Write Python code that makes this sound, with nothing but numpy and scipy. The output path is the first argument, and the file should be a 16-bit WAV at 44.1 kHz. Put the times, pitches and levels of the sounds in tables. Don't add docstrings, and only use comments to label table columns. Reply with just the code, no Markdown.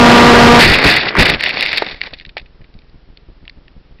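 import sys
import numpy as np
from scipy import signal
from scipy.fft import rfft, irfft, next_fast_len
from scipy.io import wavfile
from scipy.ndimage import uniform_filter1d

SR = 44100
rng = np.random.default_rng(int(sys.argv[2]) if len(sys.argv) > 2 else 0)


def bounce(signal):
    frames = np.transpose(np.atleast_2d(signal))
    limited = np.clip(frames, -1, 1)
    pcm = np.round(limited * 32767).astype(np.int16)
    wavfile.write(sys.argv[1], SR, pcm)


N = 176400
TIME_S = np.arange(N) / SR


def from_db(db):
    return 10 ** (np.asarray(db) / 20)


def unit_rms(x):
    return x / np.sqrt(np.mean(x ** 2) + 1e-20)


def gain_curve(rows):
    return from_db(np.interp(TIME_S, *np.transpose(rows), left=-150, right=-150))


def butter(x, hz, kind, order=2):
    return signal.sosfilt(signal.butter(order, hz, kind, fs=SR, output="sos"), x)


def cut_above(x, hz, taps):
    return signal.fftconvolve(x, signal.firwin(taps, hz, fs=SR, window="blackman")[None], "same")


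def drift(rate_hz):
    knots = rng.standard_normal(4000)
    return np.interp(TIME_S * rate_hz, np.arange(len(knots)), knots)


def coloured(x, spectrum, centre_hz=None, half_width_oct=0.81):
    size = next_fast_len(2 * len(x)) // 2 * 2
    octave = np.log2(np.maximum(np.arange(size // 2 + 1) * SR / size, 1))
    hz, db = np.transpose(spectrum)
    log_gain = np.log(from_db(np.interp(octave, np.log2(hz), db)))
    if centre_hz:
        log_gain -= np.log(1 + ((octave - np.log2(centre_hz)) / half_width_oct) ** 2)
    cepstrum = irfft(log_gain)[:size // 2]
    cepstrum[0] /= 2
    response = np.exp(2 * rfft(cepstrum, size))
    return irfft(rfft(x, size) * response)[:len(x)]


def add(out, start_s, sound):
    start = int(start_s * SR)
    out[start:start + len(sound)] += sound[:max(N - start, 0)]


def fractures(rate_hz=1800, spread_db=3, clump_db=4, clump_hz=110):
    sizes_db = spread_db * np.minimum(rng.exponential(1, N), 4) + clump_db * drift(clump_hz)
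    clicks = from_db(sizes_db) * rng.choice([-1, 1], N) * (rng.random(N) < rate_hz / SR)
    return clicks / np.sqrt(uniform_filter1d(clicks ** 2, size=1500) + 1e-6)


def burst(level_db, decay_s, spectrum, centre_hz=None, rise_s=.0001, crack_ratio=0, samples=4096):
    t = TIME_S[:samples]
    envelope = np.exp(-t / decay_s) * (1 - np.exp(-t / rise_s))
    cracks = envelope * rng.choice([-1, 1], samples) * from_db(3 * rng.standard_normal(samples))
    cracks[0] = crack_ratio * np.sqrt(np.sum(cracks ** 2))
    rms = from_db(level_db) * np.sqrt(np.mean(envelope ** 2))
    return rms * unit_rms(coloured(cracks, spectrum, centre_hz))


# freq_hz, density_db
HISS_SPECTRUM = [(30, 3), (150, -11), (400, -12), (800, -20.5), (2000, -23.5), (4600, -27.5), (6000, -28.5)]

def camera_hiss(level_db=-49):
    return from_db(level_db) * unit_rms(coloured(rng.standard_normal(N), HISS_SPECTRUM))


# start_s, depth_db
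CURRENT_SURGES = [(1.93, -28), (2.125, -32), (2.271, -28), (2.416, -29.5), (2.608, -29.5), (2.752, -28),
                  (2.945, -30.5), (3.089, -30), (3.288, -29), (3.429, -30.5), (3.574, -30), (3.767, -29),
                  (3.911, -30.5)]

def camera_pulsing(period_s=.0483, align_s=2.74, pulse_s=.0099, pulse_db=-37, surge_s=.013, top_hz=330):
    dips = from_db(pulse_db) * ((TIME_S - align_s) % period_s < pulse_s)
    roughness = 1 + 0.14 * unit_rms(butter(rng.standard_normal(N), top_hz, "low"))
    for start_s, depth_db in CURRENT_SURGES:
        dips += from_db(depth_db) * roughness * ((TIME_S > start_s) & (TIME_S < start_s + surge_s))
    rounded = butter(-dips, top_hz, "low", order=1)
    return butter(rounded, hz=14, kind="high", order=1)


# freq_hz, density_db
REED_SPECTRUM = [(100, -15), (600, -9), (1200, -16.5), (1600, -8.5), (1900, -1.5), (2500, -2.5), (2850, -6),
                 (3150, -11), (3600, -4), (4100, -7.5), (4500, -5), (5000, -12.5), (5600, -14)]
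# start_s, level_db, decay_s, centre_hz
STALK_SNAPS = [(.74, -2, 0.012, 2400), (0.787, -3.5, 0.0022, 3000), (0.94, -4, 0.0032, 2090),
               (.966, -4, 0.011, 2270), (1.086, -9, 0.0029, 2380), (1.255, -2.5, 0.008, 2320),
               (1.298, 3, 0.0025, 2870), (1.338, -8.5, .004, 2570), (1.346, -7, 0.0024, 2400),
               (1.409, -4, 0.0015, 2050), (1.438, -3.5, 0.0032, 2360), (1.462, -4.5, 0.0027, 2090),
               (1.493, -7, 0.0019, 2400), (1.508, -10, .003, 2260), (1.571, -16, 0.0077, 2410),
               (1.609, 2, 0.001, 3430), (1.626, -6, 0.0057, 2640), (1.662, -2.5, 0.0014, 2520),
               (1.678, -25, .002, 2500), (1.73, -8, 0.005, 2030), (1.763, -16, 0.0057, 4200),
               (1.774, -6, 0.0047, 4600), (1.781, -4, 0.0036, 2970), (1.823, -18.5, 0.0045, 4000),
               (1.865, -17, .004, 3000), (1.887, -18, 0.0024, 2500), (1.912, -21.5, 0.0062, 3500),
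               (2.009, -29, 0.0045, 3000), (2.015, -2, 0.00095, 2500), (2.071, -22.5, 0.0023, 3000),
               (2.136, -21.5, 0.0053, 3070), (2.187, -33, .004, 4030), (2.199, -24, 0.0019, 2800),
               (2.211, -28.5, 0.0026, 2330), (2.251, -24, 0.002, 2490), (2.263, -29, 0.0015, 4000),
               (2.293, -29.5, 0.0031, 3300), (2.3694, -20.5, 0.01, 2600), (2.379, -19, 0.0041, 3500),
               (2.397, -30, 0.0039, 3000), (2.416, -41, .003, 3700), (2.46, -41.5, 0.0049, 2600),
               (2.615, -44.5, .004, 1900), (2.643, -41.5, 0.0042, 1900), (2.74, -44, .003, 4000),
               (2.7895, -36, 0.0012, 4120), (2.819, -46, .003, 2600), (2.897, -47, .002, 4300),
               (3.173, -29.5, 0.0014, 3390), (3.453, -39.5, .003, 2400), (3.4789, -20, 0.0011, 2400),
               (3.4963, -25.5, 0.0022, 4030), (3.681, -35, 0.0019, 2100), (3.987, -45.5, 0.0033, 2000)]

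def stalk_snaps():
    out = np.zeros(N)
    for start_s, level_db, decay_s, centre_hz in STALK_SNAPS:
        add(out, start_s, burst(level_db, decay_s, REED_SPECTRUM, centre_hz, crack_ratio=0.58))
    return out


# time_s, level_db
CRACKLE_LEVELS = [(.59, 14), (.612, 23.5), (.648, 5), (.675, -5), (.715, -2.5), (.76, -11.5), (.815, -16),
                  (.85, -4.5), (.895, 0.5), (.93, -7), (.96, -12), (1.01, -13.5), (1.055, -21.5),
                  (1.087, -14), (1.12, -35.5), (1.16, -35), (1.2, 5), (1.245, -12.5), (1.295, -11.5),
                  (1.34, -19), (1.37, -32), (1.42, -18.5), (1.46, -14), (1.535, -23), (1.61, -15.5),
                  (1.7, -17.5), (1.79, -20.5), (1.85, -29.5), (1.92, -29.5), (1.995, -43.5), (2.03, -29),
                  (2.07, -31), (2.1, -46), (2.22, -47.5), (2.32, -67)]

def leaf_crackle():
    return gain_curve(CRACKLE_LEVELS) * unit_rms(coloured(fractures(), REED_SPECTRUM))


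# freq_hz, density_db
AIRFRAME_SPECTRUM = [(40, -13), (150, -2), (350, 0.5), (650, -0.5), (1000, -3.5), (1400, -1.5), (2000, 2),
                     (3200, -11.5), (5000, -38)]
# time_s, level_db
SCRAPE_LEVELS = [(.59, 9), (.61, 17.5), (.66, -8), (.7, -9), (.78, -14), (.825, -12), (.86, -5),
                 (.92, -12.5), (1.03, -22.5), (1.055, -16), (1.09, -23), (1.14, -24.5), (1.16, -17.5),
                 (1.2, -3.5), (1.25, -13.5), (1.3, -13.5), (1.38, -29), (1.47, -36), (1.54, -25.5),
                 (1.7, -41.5), (1.88, -29), (2, -51.5), (2.06, -32.5), (2.2, -73)]

def airframe_scrape():
    return gain_curve(SCRAPE_LEVELS) * unit_rms(coloured(fractures(), AIRFRAME_SPECTRUM))


# freq_hz, density_db
BUMP_SPECTRUM = [(25, -1.5), (70, 1), (160, -4.5), (300, -9), (800, -26.5), (3000, -50)]
# start_s, level_db, decay_s
DULL_BUMPS = [(0.609, -1, 0.048), (.68, -4, 0.037), (0.844, 1, 0.02), (1.181, 2.5, .025), (1.285, -17, .04),
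              (1.332, -11.5, 0.014)]
# start_s, level_db, decay_s, centre_hz
HARD_KNOCKS = [(1.153, -4.5, 0.003, 1190), (1.168, -13.5, 0.01, 1090), (1.474, -12.5, 0.002, 700),
               (1.572, -13.5, 0.0025, 650), (1.822, -4, .0035, 592), (2.132, -31, 0.0082, 496),
               (2.3683, -23.5, 0.011, 710)]

def airframe_impacts():
    out = np.zeros(N)
    for start_s, level_db, decay_s in DULL_BUMPS:
        add(out, start_s, burst(level_db, decay_s, BUMP_SPECTRUM, rise_s=.0051, samples=16384))
    for start_s, level_db, decay_s, centre_hz in HARD_KNOCKS:
        add(out, start_s, burst(level_db, decay_s, AIRFRAME_SPECTRUM, centre_hz, crack_ratio=1.2))
    return out


# freq_hz, density_db
WIND_SPECTRUM = [(30, -16.5), (90, -6), (200, 0), (500, -3), (1000, -6), (2000, -10.5), (3200, -17),
                 (5000, -25)]

def wind(level_db=14, gust_db=1.5):
    rush = unit_rms(coloured(rng.standard_normal(N), WIND_SPECTRUM))
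    return rush * from_db(level_db + gust_db * drift(rate_hz=60))


# harmonic, relative_db
PROPELLER_HARMONICS = [(1, 0), (2, -2.5), (3, -5), (4, -4.5), (5, -9), (6, -17), (7, -22), (8, -14)]

def propeller(pitch_hz=238.6, wobble=.002, level_db=14, flicker_db=0.74):
    phase = 2 * np.pi * np.cumsum(pitch_hz * (1 + wobble * drift(rate_hz=25))) / SR
    buzz = np.zeros(N)
    for harmonic, relative_db in PROPELLER_HARMONICS:
        gain = from_db(relative_db + flicker_db * drift(rate_hz=24))
        offset = np.pi * harmonic ** 2 / len(PROPELLER_HARMONICS)
        buzz += gain * np.sin(harmonic * phase + offset)
    return from_db(level_db) * unit_rms(buzz)


def scene(impact_s=.598, stop_decay_s=.013):
    flight_gain = np.exp(-np.maximum(TIME_S - impact_s, 0) / stop_decay_s)
    flight = (propeller() + wind()) * flight_gain
    crash = leaf_crackle() + airframe_scrape() + stalk_snaps() + airframe_impacts()
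    camera = camera_pulsing() + camera_hiss()
    return (camera + crash + flight)[None]


def record(dry):
    overloaded = np.clip(dry, -0.74, 0.74)
    narrow = cut_above(overloaded, hz=5480, taps=141)
    clipped = np.clip(narrow, -0.68, 0.68)
    return cut_above(clipped, hz=15800, taps=401)


dry = scene()
out = record(dry)
bounce(out)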